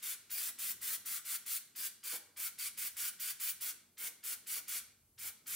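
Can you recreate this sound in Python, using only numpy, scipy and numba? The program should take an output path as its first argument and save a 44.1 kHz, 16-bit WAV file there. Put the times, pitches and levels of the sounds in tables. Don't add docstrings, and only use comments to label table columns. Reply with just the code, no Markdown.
import sys
import numpy as np
from scipy import signal
from scipy.fft import rfft, irfft, next_fast_len
from scipy.io import wavfile
from scipy.ndimage import uniform_filter1d
from numba import njit

SR = 44100
rng = np.random.default_rng(int(sys.argv[2]) if len(sys.argv) > 2 else 0)


def to_wav(sig):
    pcm = np.clip(np.atleast_2d(sig), -1, 1) * 32767
    pcm = np.round(pcm).astype(np.int16)
    wavfile.write(sys.argv[1], SR, pcm.T)


def volts_from_decibels(level):
    exponent = np.asarray(level, float) / 20
    return 10 ** exponent


N = 244755
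TIME = np.arange(N) / SR

# opens t/s, finger lifts t/s, full jet level/dB, short of full at first/dB, splash over jet/dB
VALVE_PRESSES = [(0.025, 0.145, -42, 3, -29.5), (0.302, 0.502, -43, 7, -24.5),
                 (0.586, 0.726, -42.5, 3, -28.5), (0.813, 0.963, -42, 5, -26.5),
                 (1.056, 1.186, -43, 1, -28), (1.25, 1.37, -42.5, 6, -29), (1.460, 1.581, -42.5, 4.5, -32),
                 (1.758, 1.882, -42.5, 8, -28.5), (2.036, 2.175, -43.5, 7, -23.5),
                 (2.368, 2.487, -43.5, 6.5, -27), (2.585, 2.686, -42.5, 4, -29.5),
                 (2.773, 2.886, -43, 3.5, -28.5), (2.966, 3.099, -42.5, 2.5, -27.5),
                 (3.196, 3.322, -42, 5, -28), (3.397, 3.516, -42, 4.5, -30), (3.608, 3.715, -42.5, 4, -29),
                 (3.978, 4.088, -43.5, 10, -23.5), (4.236, 4.345, -43.5, 7.5, -25.5),
                 (4.468, 4.596, -42.5, 8, -27), (4.679, 4.798, -42, 3.5, -30),
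                 (5.185, 5.299, -45, 9.5, -26), (5.466, 5.618, -42.5, 7.5, -26.5)]
# low ring/dB, high ring/dB, octave of the high ring/dB
HAND_PLACE = [(0.09, 1.87, 1440, 2170, -17, -18, -24), (0.37, 2.16, 1640, 2410, -23, -17, -9.5),
              (0.45, 1.88, 1580, 1980, -16.5, -23, -21), (0.65, 1.54, 1590, 2040, -19, -19, -30),
              (0.88, 1.71, 1340, 1990, -19, -17, -21), (1.2, 1.42, 1380, 2130, -13.5, -16.5, -22),
              (1.53, 1.49, 1480, 2150, -20.5, -19.5, -17), (1.82, 1.7, 1630, 2370, -18.5, -20, -13.5),
              (2.1, 1.97, 1510, 2270, -13.5, -12.5, -12.5), (2.43, 1.7, 1460, 2280, -14.5, -13, -20),
              (2.65, 2.03, 1450, 2280, -20.5, -13, -13.5), (2.84, 2, 1580, 2230, -17.5, -14, -28),
              (3.03, 2.05, 1490, 2310, -13.5, -15, -15.5), (3.46, 1.98, 1550, 2320, -16.5, -16.5, -16),
              (4.04, 2.24, 1420, 2180, -16, -14.5, -22), (4.5, 2.04, 1404, 2264, -18, -14.5, -15),
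              (5.5, 2.21, 1370, 2260, -17, -14, -25)]


def along(table, hz):
    f, v = np.transpose(table)
    return np.interp(np.log(np.maximum(hz, 1)), np.log(f), v)


def curves(rows):
    s, *columns = np.transpose(rows)
    return [np.interp(TIME, s, c) for c in columns]


def colour(x, table):
    size = next_fast_len(x.shape[-1], True)
    gain = volts_from_decibels(along(table, np.fft.rfftfreq(size, 1 / SR)))
    return irfft(rfft(x, size) * gain, size)[..., :x.shape[-1]]


def unit(x):
    return x / np.sqrt(np.mean(x ** 2))


def shaped(table, channels=1):
    return unit(colour(rng.standard_normal((channels, N)), table))


def walk(rate):
    hold = max(int(SR / rate), 2)
    steps = rng.standard_normal(N // hold + 1)[np.arange(N) // hold]
    return unit(uniform_filter1d(uniform_filter1d(steps, hold), hold))


@njit
def late(x, ms):
    y = np.zeros(len(x))
    for i in range(len(x)):
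        at = i - ms[i] * SR / 1000
        k = int(at)
        if at > 1:
            u, a, b, c, d = at - k, x[k - 1], x[k], x[k + 1], x[k + 2]
            cubic = 3 * (b - c) + d - a
            square = 2 * a - 5 * b + 4 * c - d
            y[i] = b + u * (c - a + u * (square + u * cubic)) / 2
    return y


@njit
def resonance(x, hz, width_hz):
    y, band, low = np.empty(len(x)), 0., 0.
    for i in range(len(x)):
        g, k = np.tan(np.pi * hz[i] / SR), width_hz / hz[i]
        v = (band + g * (x[i] - low)) / (1 + g * (g + k))
        band, low, y[i] = 2 * v - band, low + 2 * g * v, k * v
    return y


def stereo(mid, side):
    # f/Hz, side minus mid/dB
    capsule_width = [(60, -29), (110, -37), (200, -29), (380, -19.5), (700, -17.5), (1290, -14),
                     (2380, -18.5), (4400, -12), (8120, -6.5), (15000, -7.5)]
    side = colour(side, capsule_width)
    return np.array([mid + side, mid - side])


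def hum():
    # t/s, half length/s, boom up/dB, drone up/dB
    thuds = [(0.71, 0.11, 2.5, 5), (0.83, 0.12, 4, 2), (1.14, 0.075, 2.5, 9), (2.44, 0.069, 1, -3),
             (2.837, 0.16, 0, 6), (2.947, 0.1, 2, -7), (3.57, 0.3, 4, 0.5), (4.33, 0.26, 4, 0.5),
             (4.82, 0.3, 3, 2), (5.072, 0.25, 11, -2.5), (5.26, 0.08, 9, 5), (5.55, 0.16, 11, 6)]
    # f/Hz, level/dB per Hz
    boom_colour = [(20, -21), (50, -6.5), (70, -7), (85, 3.5), (105, -3), (130, -6), (200, -63.5)]
    # f/Hz, level/dB per Hz
    drone_colour = [(90, -38), (140, -0.5), (165, -5), (200, -1), (300, -6), (450, -10), (600, -20),
                    (1000, -28.5)]
    # f/Hz, level/dB per Hz
    hiss_colour = [(300, -18), (600, 4.5), (1600, -5), (4000, -5), (8000, 0), (12000, 3), (16000, -1.5)]
    leftover_colour = [(700, -26), (1400, 1), (8000, -3), (16000, -8)]  # f/Hz, level/dB per Hz
    wander_db = 1.5

    at, half, boom_up, drone_up = np.transpose(thuds)
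    swell = np.maximum(1 - np.abs(TIME[:, None] - at) / half, 0)
    boom_db = -85.5 + wander_db * walk(7.4) + swell @ boom_up
    drone_db = -79 + wander_db * walk(8) + swell @ drone_up
    air = volts_from_decibels(boom_db) * shaped(boom_colour, channels=2)
    air = air + volts_from_decibels(drone_db) * shaped(drone_colour, channels=2)
    air = air + volts_from_decibels(-76.5) * shaped(hiss_colour, channels=2)
    air = air + volts_from_decibels(-62 - 33 * TIME) * shaped(leftover_colour, channels=2)
    return stereo(air[0], volts_from_decibels(9.0) * air[1])


def leak():
    # f/Hz, level/dB per Hz
    leak_colour = [(700, -23), (1300, 0.5), (5000, -1.5), (9000, -10), (16000, -30)]
    leak_s, leak_db = 0.0063, -59.5
    opens = np.transpose(VALVE_PRESSES)[0]
    escape = sum(np.clip(1.5 - np.abs(TIME - at) / leak_s, 0, 1) for at in opens)
    return shaped(leak_colour)[0] * volts_from_decibels(leak_db) * escape


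def valve():
    pop_s, pop_db_per_ms, build_s = 0.0032, 3, 0.027
    lift_lead_s, shut_db_per_ms = 0.013, 0.66
    gust_s, gust_half_s, gust_db = 2.14, 0.038, 9.5

    opens, lifts, full_db, short_db, wet_db = np.transpose(VALVE_PRESSES)
    press = np.clip(np.searchsorted(opens - 0.03, TIME) - 1, 0, None)
    since = TIME - opens[press]
    after_lift = TIME - lifts[press]

    sealed_db = 1000 * pop_db_per_ms * np.maximum(pop_s - since, 0)
    weak_db = short_db[press] * np.exp(-np.maximum(since - pop_s, 0) / build_s)
    shut_db = 1000 * shut_db_per_ms * np.maximum(after_lift + lift_lead_s, 0)
    flow_db = full_db[press] - sealed_db - weak_db - shut_db - 1.0

    sizzle_db = -1.5 + 2 * walk(24.8) - 0.32 * shut_db
    sizzle_db = sizzle_db - 4000 * np.maximum(0.002 - since, 0)

    splash_db = wet_db[press] - 1.5 + 5.0 * np.exp(-np.maximum(since, 0) / 0.011)
    splash_db = splash_db + 0.4428 * shut_db + 32 * np.minimum(after_lift + 0.041, 0.05)
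    splash_db = splash_db + gust_db * np.maximum(1 - np.abs(TIME - gust_s) / gust_half_s, 0)
    return volts_from_decibels(flow_db), volts_from_decibels(sizzle_db), volts_from_decibels(splash_db)


def jet(flow, sizzle):
    # f/Hz, level/dB per Hz
    jet_colour = [(800, -38.5), (1150, -15.5), (1500, -11), (1850, -11.5), (2700, -10.5), (3400, -7),
                  (4000, -9.5), (5300, -8.5), (7500, -5.5), (9500, -2.5), (11000, -3.5), (13000, -6.5),
                  (16000, -27)]
    # f/Hz, level/dB per Hz
    sizzle_colour = [(8000, -35), (10000, -41), (11500, -9), (13500, -3), (14300, 1.5), (15100, 9.5),
                     (15900, -0.5)]
    sputter_db = 1.3 * walk(900) + 0.77 * walk(40)
    gas = rng.standard_normal(N) * volts_from_decibels(sputter_db)
    return flow * (unit(colour(gas, jet_colour)) + sizzle * unit(colour(gas, sizzle_colour)))


def rings(flow, wet):
    # f/Hz, level/dB per Hz
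    splash_colour = [(200, -6), (300, -5.5), (380, -5.5), (480, -2.5), (620, -7.5), (750, -6.5), (950, -1),
                     (1200, -11)]
    _, low_hz, high_hz, low_db, high_db, octave_db = curves(HAND_PLACE)
    keep = np.exp(-1 / (0.012 * SR))
    mist = signal.lfilter([1 - keep], [1, -keep], flow)

    def ring(stir, hz, width_hz):
        return unit(resonance(resonance(stir, hz, width_hz), hz, width_hz))

    stir = rng.standard_normal((3, N)) * volts_from_decibels(1.1 * walk(60))
    low = ring(stir[0], low_hz, 380.)
    high = ring(stir[1], high_hz, 330.)
    octave = ring(stir[2], 2 * high_hz, 420.)
    splash = shaped([(60, -50), *splash_colour, (2500, -49)])[0] * volts_from_decibels(2.7 * walk(50))
    bright = volts_from_decibels(high_db) * high + volts_from_decibels(octave_db) * octave
    return mist * volts_from_decibels(low_db - 2.0) * low + flow * (bright + wet * splash)


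def tub(hiss, ring):
    # t/s, left minus right/dB
    bearing = [(0.01, 1), (0.6, 0.6), (1.2, 1.3), (2.1, 0.3), (3.2, -0.5), (4.2, 0.5), (5.5, 0)]
    wall_ms, pan_db = curves(HAND_PLACE)[0], curves(bearing)[0]
    wall_echo = volts_from_decibels(-9) * late(hiss, wall_ms)
    part_echo = volts_from_decibels(-16) * late(hiss, np.full(N, 0.399))
    clear = ring + hiss + wall_echo + part_echo

    mid, side, both = 0, 0, hiss + ring
    for far, stretch, turn in rng.random((24, 3)):
        path_ms = 1 + 10 * far + 3 * stretch * wall_ms
        echo = late(both, path_ms) * volts_from_decibels(-8.0 * far)
        mid = mid + echo * np.cos(2 * np.pi * turn)
        side = side + echo * np.sin(2 * np.pi * turn)
    scatter = volts_from_decibels(-10.5) * stereo(mid, volts_from_decibels(5.5) * side)
    return (clear + scatter) * volts_from_decibels(np.array([pan_db, -pan_db]) / 2)


def garage(x):
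    # f/Hz, time to fall 60 dB/s
    decay_t60 = [(200, 0.99), (1500, 0.56), (4000, 0.51), (9000, 0.39), (15000, 0.25)]
    t = TIME[:SR // 2]
    tail = 0
    for hz in 250 * 2 ** np.arange(0, 6.5, .5):
        band = [(hz / 2 ** .5, -60), (hz / 2 ** .25, -3), (hz, 0), (hz * 2 ** .25, -3), (hz * 2 ** .5, -60)]
        decay = 1000. ** (-t / along(decay_t60, hz))
        tail = tail + colour(rng.standard_normal((2, len(t))), band) * decay
    onset = 1 - np.exp(-t / 0.016)
    tail = tail * onset / np.sqrt(np.sum(tail[0] ** 2))
    mid, side = signal.fftconvolve(x[None], tail, axes=1)[:, :N]
    return volts_from_decibels(-8.5) * stereo(mid, volts_from_decibels(8.5) * side)


def spits():
    # t/s, peak level/dB
    cracks = [
        (0.7064, -33),
        (2.4016, -19),
        (4.741, -30),
        (5.5035, -26),
    ]
    ticks = np.zeros(N)
    for at, peak_db in cracks:
        ticks[int(at * SR)] = 2 * volts_from_decibels(peak_db)
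    return resonance(ticks, np.full(N, 11500.), 6500)


def scene():
    air = hum()
    flow, sizzle, wet = valve()
    hiss = leak() + jet(flow, sizzle) + spits()
    ring = rings(flow, wet)
    return tub(hiss, ring) + garage(hiss + ring) + air


def band_limit(x):
    return signal.sosfilt(signal.butter(12, 17100, fs=SR, output="sos"), x)


def record(dry):
    top_hz = 15780
    top_cut = signal.ellip(14, .2, 100, top_hz, fs=SR, output="sos")
    mix = signal.sosfilt(top_cut, dry)
    return band_limit(mix)


dry = scene()
out = record(dry)
to_wav(out)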